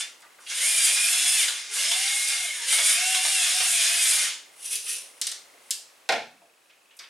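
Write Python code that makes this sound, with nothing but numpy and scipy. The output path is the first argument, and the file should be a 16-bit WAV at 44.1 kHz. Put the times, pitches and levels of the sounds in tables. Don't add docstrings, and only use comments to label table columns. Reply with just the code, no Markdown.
import sys
import numpy as np
from scipy import signal
from scipy.fft import rfft, irfft, next_fast_len
from scipy.io import wavfile
from scipy.ndimage import uniform_filter1d

SR = 44100
rng = np.random.default_rng(int(sys.argv[2]) if len(sys.argv) > 2 else 0)


def unload_wav(signal):
    wavfile.write(
        sys.argv[1],
        SR,
        np.round(np.clip(np.atleast_2d(signal).T, -1, 1) * 32767).astype(np.int16),
    )


N = 312669
T = np.arange(N) / SR
FFT_SIZE = next_fast_len(N + SR)
HZ = np.maximum(np.arange(FFT_SIZE // 2 + 1) * SR / FFT_SIZE, 1)

# t/s, f/Hz
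SHAFT_SPEED = [(0.53, 140), (0.63, 189), (0.69, 225), (0.8, 210), (0.89, 210), (0.95, 224), (1.03, 226),
               (1.07, 240), (1.17, 245), (1.37, 238), (1.42, 199), (1.52, 138), (1.72, 141), (1.81, 195),
               (1.95, 241), (2.0, 256), (2.22, 277), (2.37, 268), (2.52, 194), (2.62, 150), (2.68, 180),
               (2.76, 198), (2.82, 218), (2.93, 216), (3.0, 245), (3.08, 251), (3.17, 247), (3.3, 260),
               (3.4, 244), (3.44, 230), (3.5, 232), (3.58, 251), (3.69, 244), (3.84, 219), (3.92, 231),
               (3.99, 231), (4.05, 211), (4.2, 210), (4.27, 149)]
# start t/s, end t/s, then level/dB of poles, pinion, chatter (table levels are relative)
PRESSES = [(0.57, 1.5, -61, -42, -50), (1.69, 2.63, -59.5, -53.5, -51), (2.627, 4.268, -58, -44.5, -50.5)]
# multiple of the shaft rate, level/dB
POLE_TONES = [(2, -17), (3, 1.5), (6, 2.5)]
PINION_TONES = [(11, -5), (22, 3)]
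CHATTER_TONES = [(8, -13.5), (9, -14), (10, -4.5), (14, 2), (15, 5), (17, 3.5), (21, -3.5)]
# f/Hz, width/Hz, lift/dB
CASING_MODES = [(739.5, 43, 13.5), (774, 63, 8)]
SEAT_MODES = [(2198, 440, 19.2), (2584, 114, 10.7), (2758, 210, 10.7), (2966, 130, 7.4)]
GEARBOX_MODES = [(2260, 64, -4), (2480, 180, -12), (3180, 140, 11), (4700, 180, -10.5)]
def motor(switch_s=0.025, full_hz=243, waver_db=3):
    shaft_hz = curve(SHAFT_SPEED, 1)
    unsteady_hz = shaft_hz * (1 + 0.003975 * walk(60) + .006 * walk(12))
    angle = 2 * np.pi * np.cumsum(unsteady_hz) / SR
    speed_gain = undb(6 * np.log2(shaft_hz / full_hz))
    parts = (POLE_TONES, CASING_MODES), (PINION_TONES, SEAT_MODES), (CHATTER_TONES, GEARBOX_MODES)
    whine = 0
    for column, (tones, modes) in enumerate(parts, start=2):
        pressed = sum(undb(row[column]) * (T > row[0]) * (T < row[1]) for row in PRESSES)
        gain = uniform_filter1d(pressed, int(switch_s * SR)) * speed_gain
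        for order, db in tones:
            tone_db = db + lift_db(order * shaft_hz, modes) + waver_db * walk(14)
            whine = whine + np.sqrt(2) * gain * undb(tone_db) * np.sin(order * angle)
    return whine, angle


# t/s, level/dB, extra treble level/dB
GRIND_RUNS = [
    [(0.0, -22, -13), (0.14, -101, 19)],
    [(0.4, -54.5, 0), (0.45, -51.5, -3), (0.5, -33, -8), (0.63, -28.5, 3.5), (0.87, -25, 4), (0.93, -27, 1),
     (1.39, -25.5, 3), (1.46, -30.5, 0), (1.67, -39.5, -13), (1.75, -28.5, -1), (1.93, -27, -3),
     (2.24, -28.5, 0), (2.28, -27.5, 1), (2.58, -35, -6.5), (2.65, -30, -6), (2.72, -25.5, 1.5),
     (2.81, -28.5, 0.5), (2.9, -24, 2.5), (2.97, -28.5, -4), (3.13, -25.5, 0.5), (3.2, -28.5, -0.5),
     (3.42, -23.5, -1.5), (3.56, -27, -0.5), (3.79, -23.5, 0), (3.88, -25, -1), (4.1, -25.5, 3.5),
     (4.25, -26.5, -3), (4.34, -37, -14), (4.42, -72, -11)],
]
# f/Hz, level/dB
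GRIT_SPECTRUM = [(150, -56), (300, -53), (600, -23.5), (1000, -19.5), (1500, -11.5), (2050, -5.5),
                 (2400, -2), (3370, -1), (4430, -3.5), (6760, -1.5), (7830, -2.5), (9230, 0.5),
                 (11300, -10), (16000, -34)]
# f/Hz, width/Hz, lift/dB
SHELL_MODES = [(1663, 120, 7.5), (2130, 120, 4), (2580, 140, -3), (3530, 76, 5), (5200, 1000, 2.5),
               (6800, 240, 5), (9500, 500, 2.5)]
def burrs(angle, split_hz=7400):
    out = 0
    for side, columns in (("low", [1]), ("high", [1, 2])):
        grit = level(grains(9000, spread_db=4.0), 0)
        pulsing = grit * (1 + 0.21 * np.cos(angle)) * undb(1.5 * walk(34.8))
        crossover = signal.butter(4, split_hz, side, fs=SR, output="sos")
        part = signal.sosfilt(crossover, colour(pulsing, GRIT_SPECTRUM, SHELL_MODES))
        envelope = sum(undb(sum(curve(run, c, outside=-104) for c in columns)) for run in GRIND_RUNS)
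        out = out + level(part, -4.5) * envelope
    return out


# t/s, crunch level/dB, knock level/dB
CORN_CRACKS = [(0.5073, -23, -78), (0.889, -18, -37), (1.1294, -25, -53), (1.3932, -30, -39),
               (1.4798, -13.5, -58), (1.759, -21, -57), (1.9114, -12, -40), (2.7244, -11, -39),
               (2.7824, -14, -30), (2.9097, -14.5, -61), (3.1447, -11.5, -45.5), (3.2485, -15.5, -38.5),
               (3.6012, -10.5, -42), (3.9383, -15.5, -47)]
def cracking_corns():
    out = np.zeros(N)
    for (s, db, knock_db), noise in zip(CORN_CRACKS, rng.standard_normal((len(CORN_CRACKS), 2, 4000))):
        crunch = burst(noise[0], hz=3340, width=5100, decay_s=0.0058, db=db - 7.5)
        knock = burst(noise[1], hz=777, width=390, decay_s=0.0029, db=knock_db)
        add(out, s, crunch + knock)
    return out


# t/s, length/s, f/Hz, level/dB
SINGING_SPELLS = [(0.634, 0.12, 2160, -50), (0.66, 0.55, 2430, -38.5), (0.792, 0.075, 4830, -32),
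                  (0.95, 0.45, 3390, -40), (1.27, 0.063, 5200, -30), (.9, .35, 5300, -39),
                  (1.789, 0.11, 5230, -37.5), (1.804, 0.84, 2150, -44), (2.28, .1, 5200, -47),
                  (2.714, .37, 2212, -40.5), (2.772, 0.11, 3395, -35), (3.36, .12, 3360, -41),
                  (3.7, 0.28, 3330, -42), (3.702, 0.15, 2416, -38), (4.054, 0.21, 2187, -53)]
def singing_shell(waver_db=1.5):
    out = 0
    for s, length, hz, db in SINGING_SPELLS:
        tone = double_band(rng.standard_normal(N), hz, width=.024 * hz)
        progress = np.clip((T - s) / length, 0, 1)
        swell = np.sqrt(np.sin(np.pi * progress).clip(0))
        out = out + level(tone, db) * swell * undb(waver_db * walk(12))
    return out


# peak t/s, level/dB, rise/(dB/s), fall/(dB/s)
FLICKS = [(4.662, -38, 222, 207), (4.728, -27, 612, 700), (4.756, -38, 1500, 500), (4.904, -31.5, 184, 159),
          (5.19, -63, 100, 200), (5.68, -60, 136, 208)]
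# f/Hz, level/dB
RATTLE_SPECTRUM = [(150, -69), (250, -47), (429, -21.5), (890, -39), (1700, -17), (2090, -16.5),
                   (2360, -8.5), (2670, -4.5), (4650, -8.5), (5730, -2), (7310, -7), (9660, 1.5),
                   (16000, -29)]
def shaken_corns():
    throws = sum(undb(db - np.where(T < s, rise * (s - T), fall * (T - s)))
                 for s, db, rise, fall in FLICKS)
    rattle = colour(grains(4000, spread_db=5.5), RATTLE_SPECTRUM)
    return level(rattle, 0) * throws


# t/s, level/dB, f/Hz, decay/s
HANDLING_NOISES = [(0.224, -38, 1350, 0.012), (.384, -39, 1290, 0.008), (.463, -28, 3000, 0.021),
                   (4.73, -32, 2400, 0.013), (4.864, -25.5, 2800, 0.015), (5.012, -41, 630, 0.0092),
                   (5.539, -41, 520, 0.0071), (6.413, -42, 557, 0.0089), (6.443, -50, 573, 0.0064),
                   (6.696, -42, 2660, 0.011), (6.73, -50, 2370, .006), (6.907, -35, 2440, 0.0036),
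                   (6.967, -34.5, 9500, .004), (6.99, -19.5, 4700, 0.0026), (6.992, -37.5, 1770, 0.032),
                   (7.034, -34, 2900, 0.0076)]
def handling():
    out = np.zeros(N)
    for s, db, hz, decay_s in HANDLING_NOISES:
        add(out, s, burst(rng.standard_normal(4000), hz, 0.79 * hz, decay_s, db - 12.5))
    return out


# t/s, level/dB, tilt/(dB/octave)
PLASTIC_CLICKS = [(0.205, -42, 8), (0.2194, -40, -4), (4.7557, -13.5, 4), (5.2143, -9, -1),
                  (5.2689, -11.5, -1), (5.316, -17.5, -2.5), (5.707, -8, 1.5), (6.9925, -36, -7)]
# f/Hz, level/dB
SNAP_SPECTRUM = [(240, -46), (400, -25), (1270, -21), (1730, -12), (2400, -12.5), (3990, -4), (5350, 0),
                 (9920, -10), (14800, -20), (16000, -22)]
def clicks(sweep_s=.0012, buzz_db=-12, buzz_s=0.004):
    out, t = np.zeros(N), T[:1000]
    sweep = signal.chirp(t, 17000, sweep_s, 500) * (t < sweep_s)
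    for s, db, tilt_db in PLASTIC_CLICKS:
        buzz = undb(buzz_db) * rng.standard_normal(len(t)) * np.exp(-t / buzz_s)
        spectrum = [(hz, snap_db + tilt_db * np.log2(hz / 6000)) for hz, snap_db in SNAP_SPECTRUM]
        snap = colour(sweep + buzz, spectrum, modes=[(8760, 3700, 7.4)])[:len(t)]
        add(out, s, undb(db) * snap / abs(snap).max())
    return out


# t/s, level/dB
LANDINGS = [(6.089, -10), (6.121, -15)]
# f/Hz, level/dB, t60/s
COUNTER_MODES = [(454, -4, 0.15), (540, -4.5, 0.23), (640, -1, 0.11), (722, -6, 0.091), (840, -14, .1),
                 (1050, -8, 0.088), (1650, -15.5, .08), (2130, -5, 0.073), (2900, -9, 0.087)]
# f/Hz, level/dB
THUD_SPECTRUM = [(59, -89), (100, -19), (367, -17), (703, 0.5), (1050, -9.5), (1110, -22), (1370, -6.5),
                 (2180, -5.5), (4840, -23), (9660, -58), (15000, -62)]
def set_down(ring_up_s=0.0038):
    out, t = np.zeros(N), T[:SR // 2]
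    modes = sum(undb(db - 60 * t / t60) * np.sin(2 * np.pi * hz * t) for hz, db, t60 in COUNTER_MODES)
    ring = undb(-21.5) * modes * (1 - np.exp(-t / ring_up_s))
    crack = undb(19) * (t == 0)
    for hz, width in (3900, 6100), (3100, 5700), (2900, 6000):
        crack = band(crack, hz, width)
    for s, db in LANDINGS:
        blow = rng.standard_normal(len(t)) * np.exp(-t / 0.003)
        thud = level(colour(blow, THUD_SPECTRUM)[:len(t)], -30.0)
        add(out, s + .001, undb(db) * (ring + thud + crack))
    return out


# f/Hz, t60/s, level/dB, share alike left and right
KITCHEN_DECAY = [(125, 0.75, 7, 0.9), (470, 0.32, 7.5, 0.94), (2000, 0.35, 4.5, 0.86),
                 (5650, 0.37, 0.5, 0.67), (7700, 0.37, -3.5, 1), (11400, .3, 3.5, 1),
                 (12900, 0.073, -3.5, 0.02)]
def room_tail():
    t, out = T[:SR // 2], 0
    table_hz, *columns = np.transpose(KITCHEN_DECAY)
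    for hz in 90 * 2 ** np.arange(0, 7.6, 1 / 3):
        t60, db, alike = (np.interp(np.log(hz), np.log(table_hz), column) for column in columns)
        shared = np.sqrt(alike) * rng.standard_normal(len(t))
        separate = np.sqrt(1 - alike) * rng.standard_normal((2, len(t)))
        out = out + double_band(shared + separate, hz, hz / 3) * undb(db - 60 * t / t60)
    out = out * (1 - np.exp(-t / 0.00067))
    return out / np.sqrt(np.sum(out ** 2) / 2)


# f/Hz, level/dB
DIRECT_PATH = [(300, -6), (2000, -8.5), (6000, -5), (8800, 1.5), (11000, 2), (15000, -9)]
# delay t/s, level/dB
COUNTER_ECHOES = [(.0033, -3), (.0076, -7)]
def kitchen(dry, places=8, move_s=.08, tail_db=1):
    out = np.array([colour(dry, DIRECT_PATH)] * 2)
    for s, db in COUNTER_ECHOES:
        lag = int(s * SR)
        out[:, lag:] += undb(db) * dry[:-lag]
    for place in range(places):
        away = abs((T / move_s - place + places / 2) % places - places / 2)
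        share = np.cos(np.pi / 2 * np.minimum(away, 1))
        out += undb(tail_db) * signal.fftconvolve((dry * share)[None], room_tail(), axes=1)[:, :N]
    return out


# f/Hz, level/dB
HISS_SPECTRUM = [(8.8, -67), (15, -27), (84, -15), (112, -12.5), (179, -8.5), (312, 1), (559, 5), (726, 4),
                 (1900, 2.5), (2470, 2.5), (4840, -3), (9740, -3), (11000, -7.5), (16000, -12)]
SIDE_SPECTRUM = [(30, -1), (125, -10), (1000, -2.5), (6000, -7), (9000, -38), (13000, -27)]
# f/Hz, width/Hz, level/dB
WHISTLES = [(9800, 37, -79), (7800, 40, -85), (570, 21, -86)]
# t/s, level/dB
ROOM_TONE_LEVEL = [(0, 5.5), (5.5, 6), (6.05, 3.5), (6.5, -1), (7.09, 0)]
def room_tone(hiss_db=-61):
    mid, side = rng.standard_normal((2, N))
    stereo = mid + colour(side, SIDE_SPECTRUM) * np.array([[1], [-1]])
    out = level(colour(stereo, HISS_SPECTRUM), hiss_db)
    for hz, width, db in WHISTLES:
        out = out + level(double_band(rng.standard_normal(N), hz, width), db)
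    return out * undb(curve(ROOM_TONE_LEVEL, 1))


# start t/s, end t/s, f/Hz, level/dB
TICK_RUNS = [(.025, 5.72, 2090, -49), (5.738, 7.09, 2570, -54)]
def ticking(period_s=.03995):
    out, t = np.zeros(N), T[:600]
    for start, end, hz, db in TICK_RUNS:
        ping = np.sin(2 * np.pi * hz * t) * t / 0.0029 * np.exp(1 - t / 0.0019)
        for s in np.arange(start, end, period_s):
            add(out, s, undb(db + 1.4 * rng.standard_normal()) * ping)
    return out


def undb(db):
    return 10 ** (np.asarray(db) / 20)


def level(x, db):
    return x * undb(db) / np.sqrt(np.mean(x ** 2))


def curve(rows, column, outside=None):
    rows = np.array(rows)
    return np.interp(T, rows[:, 0], rows[:, column], outside, outside)


def lift_db(hz, modes):
    return sum(db / (1 + (2 * (hz - centre) / width) ** 2) for centre, width, db in modes)


def colour(x, spectrum, modes=()):
    hz, db = np.transpose(spectrum)
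    response_db = np.interp(np.log(HZ), np.log(hz), db) + lift_db(HZ, modes)
    cepstrum = irfft(np.log(undb(response_db)), FFT_SIZE)
    cepstrum[1:FFT_SIZE // 2] *= 2
    cepstrum[FFT_SIZE // 2 + 1:] = 0
    return irfft(rfft(x, FFT_SIZE) * np.exp(rfft(cepstrum)), FFT_SIZE)[..., :N]


def band(x, hz, width):
    return signal.lfilter(*signal.iirpeak(min(hz, .45 * SR), hz / width, fs=SR), x)


def double_band(x, hz, width):
    return band(band(x, hz, width), hz, width)


def burst(noise, hz, width, decay_s, db):
    t = T[:len(noise)]
    return level(double_band(noise, hz, width), db) * np.exp(-t / decay_s) * (1 - np.exp(-t / 0.00047))


def walk(rate):
    hold = int(SR / rate)
    steps = np.repeat(rng.standard_normal(N // hold + 1), hold)
    return 1.158 * uniform_filter1d(steps, hold)[:N]


def grains(rate, spread_db):
    size_db = spread_db * np.minimum(rng.exponential(size=N), 3.5)
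    return (rng.random(N) < rate / SR) * np.sign(rng.standard_normal(N)) * undb(size_db)


def add(out, s, sound):
    start = int(s * SR)
    out[start:start + len(sound)] += sound[:N - start]


def scene():
    whine, angle = motor()
    mill = undb(-11.0) * whine + burrs(angle) + singing_shell() + cracking_corns()
    mill = mill + shaken_corns() + handling() + clicks() + set_down()
    mill = signal.sosfilt(signal.butter(2, 260, "high", fs=SR, output="sos"), mill)
    return kitchen(mill) + undb(-4.5) * whine + room_tone() + ticking()


def record(dry):
    return signal.sosfilt(signal.ellip(10, .2, 70, 15900, fs=SR, output="sos"), dry)


dry = scene()
out = record(dry)
unload_wav(out)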